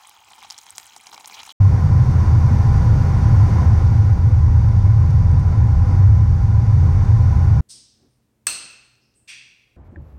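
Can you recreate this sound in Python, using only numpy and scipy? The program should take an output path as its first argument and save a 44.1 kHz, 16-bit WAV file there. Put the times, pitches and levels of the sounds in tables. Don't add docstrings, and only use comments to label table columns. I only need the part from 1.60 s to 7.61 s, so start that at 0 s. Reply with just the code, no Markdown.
import sys
import numpy as np
from scipy import signal
from scipy.fft import rfft, irfft, next_fast_len
from scipy.io import wavfile
from scipy.ndimage import uniform_filter1d, minimum_filter1d

SR = 44100
rng = np.random.default_rng(int(sys.argv[2]) if len(sys.argv) > 2 else 0)


def magnitude_from_level(level_db):
    exponent = np.asarray(level_db, float) / 20
    return 10 ** exponent


def generate_wav(signal):
    frames = np.transpose(np.atleast_2d(signal))
    scaled = np.clip(frames, -1, 1) * 32767
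    pcm = np.round(scaled).astype(np.int16)
    wavfile.write(sys.argv[1], SR, pcm)


N = 265041

BLADE_HZ = 85
USUAL_ROAR_DB = -36.5
# freq_hz, density_db [dB per Hz]
HISS_SPECTRUM = [(2000, -26.5), (2500, -7.5), (2800, -1.5), (3250, -6.5), (3950, -6), (4720, -2.5),
                 (5100, -3.5), (5870, 0), (6710, -5), (7290, -12), (8850, -12.5), (11400, -21.5),
                 (13800, -21.5), (15200, -33)]


def columns(table):
    s, *rest = np.transpose(table)
    return [np.interp(np.arange(N) / SR, s, c) for c in rest]


def shaped(gain_at):
    size = next_fast_len(N)
    hz = np.arange(size // 2 + 1) * SR / size + 1e-3
    x = irfft(rfft(rng.standard_normal(size)) * gain_at(hz), size)[:N]
    return x / x.std()


def walk(rate_hz):
    return shaped(lambda hz: np.exp(-(hz / rate_hz) ** 2))


def tone(hz):
    cycles = np.cumsum(hz) / SR + rng.random()
    return np.sqrt(2) * np.sin(2 * np.pi * cycles)


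def ring(modes):
    return sum(magnitude_from_level(db) * shaped(lambda f: 1 / (1 + (2 * (f - c) / w) ** 2)) for c, w, db in modes)


def colour(spectrum, hz):
    # centre_hz, width_hz, lift_db
    panels = [(707, 12, -1), (746, 87, 3.5), (1003, 90, 3), (1100, 30, -0.5), (1340, 18, 5.5),
              (1442, 44, 7.5), (3616, 190, 6), (4360, 70, 5), (4610, 60, 3.5), (4820, 90, 5), (5280, 60, 3),
              (8650, 120, 1.5), (13050, 640, 4)]
    f, db = np.transpose(spectrum)
    lift_db = sum(lift / (1 + (2 * (hz - c) / w) ** 2) for c, w, lift in panels)
    spectrum_db = np.interp(np.log(hz), np.log(f), db, left=-120, right=-120)
    return magnitude_from_level(spectrum_db + lift_db)


def propeller():
    # time_s, level_db
    prop_beat = [(0.0, -36), (0.15, -17.5), (1.05, -19.5), (1.67, -22), (2.19, -15.5), (2.59, -20),
                 (2.75, -14), (3.31, -20), (3.71, -13.5), (3.8, -22.5), (4.18, -20.5), (4.28, -24.5),
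                 (4.7, -16), (5.04, -26.5), (5.2, -15.5), (6.01, -18)]
    # multiple, level_db
    blade_orders = [(1, 1.5), (2, -22), (3, -31)]
    (level_db,) = columns(prop_beat)
    blade_hz = BLADE_HZ + 0.36 * walk(rate_hz=1.42)
    flutter_db = 0.9 * walk(rate_hz=6.8)
    harmonics = sum(magnitude_from_level(db) * tone(k * blade_hz) for k, db in blade_orders)
    return magnitude_from_level(level_db + flutter_db) * harmonics


def hums(roar_db):
    hum_pitches = [502.6, 803.6, 5482, 5662, 5747, 5832]
    # wander_hz, level_db [over roar]
    hum_rows = [(1.199, -15.5), (.8, -10), (3, -38), (2.999, -34), (3, -42), (3.5, -45)]
    skin_db = USUAL_ROAR_DB + 0.6 * (roar_db - USUAL_ROAR_DB)
    out = 0
    for hz, (wander_hz, db) in zip(hum_pitches, hum_rows):
        flutter_db = 1.6 * walk(rate_hz=2.8)
        out = out + magnitude_from_level(skin_db + db + flutter_db) * tone(hz + wander_hz * walk(rate_hz=3))
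    return out


def compressors():
    # time_s, near_db, far_db
    whistle = [
        (0, -75, -79),
        (.9, -75, -75.5),
        (2.0, -75.5, -76),
        (2.6, -80, -82),
        (3.7, -84, -82.5),
        (4.7, -80, -85.5),
        (5.5, -83.5, -77),
        (6.01, -87, -77),
    ]
    near_hz, far_hz = 13000, 12826
    out = 0
    for hz, level_db in zip((near_hz, far_hz), columns(whistle)):
        drift_hz = hz + 9 * walk(rate_hz=1.2)
        chopped = tone(drift_hz) + 0.9 * tone(drift_hz + BLADE_HZ) + 0.3 * tone(drift_hz + 2 * BLADE_HZ)
        out = out + magnitude_from_level(level_db - 7.0 + 3.5 * walk(rate_hz=25)) * chopped
    return out


def gusted_mode(gusts, flutter_db, wander_hz):
    rise_s, fall_s = 0.054, 0.074
    t = np.arange(N) / SR
    power = 0
    for s, _, db in gusts:
        swell = np.exp(-0.5 * ((t - s) / np.where(t < s, rise_s, fall_s)) ** 2)
        power = power + (magnitude_from_level(db) * swell) ** 2
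    hz = columns(gusts)[0] + wander_hz * walk(rate_hz=8.5)
    return np.sqrt(power) * magnitude_from_level(flutter_db * walk(rate_hz=4.3)) * tone(hz)


def booms():
    # time_s, pitch_hz, peak_db
    gust_rows = [(0.05, 99.5, -14.5), (0.3, 110.5, -12.7), (0.68, 107.5, -14.9), (0.76, 113.5, -14.6),
                 (1.02, 103.0, -17.2), (1.29, 114.0, -12.1), (1.68, 113.0, -14.8), (1.8, 99.5, -16.4),
                 (1.87, 111.5, -14.3), (1.99, 106.0, -15.6), (2.18, 111.5, -13.9), (2.4, 112.5, -12.7),
                 (2.7, 108.0, -13.7), (2.91, 113.5, -13.6), (3.1, 110.5, -14.8), (3.19, 102.5, -14.3),
                 (3.34, 110.0, -11.5), (3.54, 108.0, -15.7), (3.8, 98.0, -11.7), (3.96, 110.0, -12.4),
                 (4.3, 93.0, -17.0), (4.42, 95.0, -16.5), (4.5, 109.5, -8.6), (4.74, 108.0, -13.8),
                 (4.92, 106.5, -13.4), (5.12, 105.5, -17.2), (5.55, 112.5, -13.1), (5.72, 103.0, -15.1),
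                 (5.81, 94.5, -13.9), (5.91, 108.0, -14.0)]
    # centre_hz, width_hz, level_db
    boom_rest = [(110.2, 7.2, -27), (98.3, 12, -24.5)]
    split_hz = 104
    upper = gusted_mode([g for g in gust_rows if g[1] > split_hz], flutter_db=1.86, wander_hz=1.24)
    lower = gusted_mode([g for g in gust_rows if g[1] <= split_hz], flutter_db=5.5, wander_hz=1.3)
    return upper + lower + ring(boom_rest)


def cabin(shake_db):
    # centre_hz, width_hz, level_db
    air_modes = [(40.2, 8.6, -26.5), (52, 48, -28), (73.7, 12, -19)]
    # centre_hz, width_hz, share_db
    floor_modes = [(125.3, 16, 0), (142.46, 7.4, -5.5), (166.7, 14, -11.5)]
    # freq_hz, density_db [dB per Hz]
    rumble_spectrum = [(8.8, -46), (15, -14), (32, -13.5), (81, -1.5), (102, 9.5), (127, -7), (199, -18.5),
                       (330, -35.5), (430, -61.5), (730, -120)]
    rumble = magnitude_from_level(-20.5) * shaped(lambda f: colour(rumble_spectrum, f))
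    return booms() + ring(air_modes) + magnitude_from_level(shake_db) * ring(floor_modes) + rumble


def airflow(roar_db):
    # freq_hz, density_db [dB per Hz]
    roar_spectrum = [(110, -36.5), (180, -1.5), (295, -12.5), (454, -19), (507, -19.5), (682, -22.5),
                     (796, -20.5), (878, -22), (1010, -16), (1140, -24.5), (1430, -27), (1540, -28.5),
                     (2170, -31.5), (2500, -37.5), (3250, -69), (5500, -120)]
    hiss_db = roar_db - 17
    roar_gain = magnitude_from_level(roar_db + 4.5 + 0.57 * walk(rate_hz=9.6))
    hiss_gain = magnitude_from_level(hiss_db + 0.38 + 0.27 * walk(rate_hz=10))
    roar = roar_gain * shaped(lambda f: colour(roar_spectrum, f))
    hiss = hiss_gain * shaped(lambda f: colour(HISS_SPECTRUM, f))
    return roar + hiss


def strap():
    # peak_s, peak_db, length_s
    rustles = [
        (3.506, -54, .006),
        (3.716, -57, .004),
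        (3.8, -57, .009),
        (3.168, -60, .004),
    ]
    t = np.arange(N) / SR
    bursts = sum(magnitude_from_level(db) * np.exp(-((t - s) / length_s) ** 2) for s, db, length_s in rustles)
    grain = magnitude_from_level(5.1 * walk(rate_hz=300))
    return bursts * grain * shaped(lambda f: colour(HISS_SPECTRUM, f) * (f / 6000) ** 0.8)


def scene():
    # time_s, roar_db
    air_swell = [(0, -35.5), (.6, -33.5), (1.15, -32.5), (1.47, -33), (1.95, -32), (2.6, -37.5),
                 (3.4, -37.5), (4.1, -38), (4.36, -36), (4.7, -39), (5.42, -36), (6.01, -36.5)]
    (roar_db,) = columns(air_swell)
    shake_db = -22 + 0.6 * (roar_db - USUAL_ROAR_DB) + 1.0 * walk(rate_hz=1.3)
    engines = propeller() + hums(roar_db) + compressors()
    return (engines + cabin(shake_db) + airflow(roar_db) + strap())[None]


def low_pass(x):
    return signal.sosfilt(signal.butter(12, 15100, fs=SR, output="sos"), x)


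def record(dry):
    even_s, even_rms, even_share = 0.072, 0.29, 0.33
    limit, hardness, release_s = 0.67, 5.5, 0.007
    split_hz, treble_share = 280, 0.3
    edge_s, top_hz = 0.006, 14000

    power = uniform_filter1d(dry ** 2, int(even_s * SR), axis=-1)
    evened = (even_rms ** 2 / (power + even_rms ** 2 / 20)) ** (even_share / 2)

    span = int(release_s * SR)
    limiter = (1 + (np.abs(dry) * evened / limit) ** hardness) ** (-1 / hardness)
    limiter = uniform_filter1d(minimum_filter1d(limiter, span, axis=-1), span, axis=-1)
    gain = evened * limiter

    bass = signal.sosfiltfilt(signal.butter(2, split_hz, fs=SR, output="sos"), dry)
    held = bass * gain + (dry - bass) * gain ** treble_share
    held = held * signal.windows.tukey(N, 2 * edge_s * SR / N)

    top_band = signal.sosfiltfilt(signal.butter(12, top_hz, "high", fs=SR, output="sos"), held)
    top_loss = 1 / (1 + np.exp(-6 * (walk(rate_hz=22) + 0.3)))
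    return low_pass(held - top_loss * top_band)


dry = scene()
out = record(dry)
generate_wav(out)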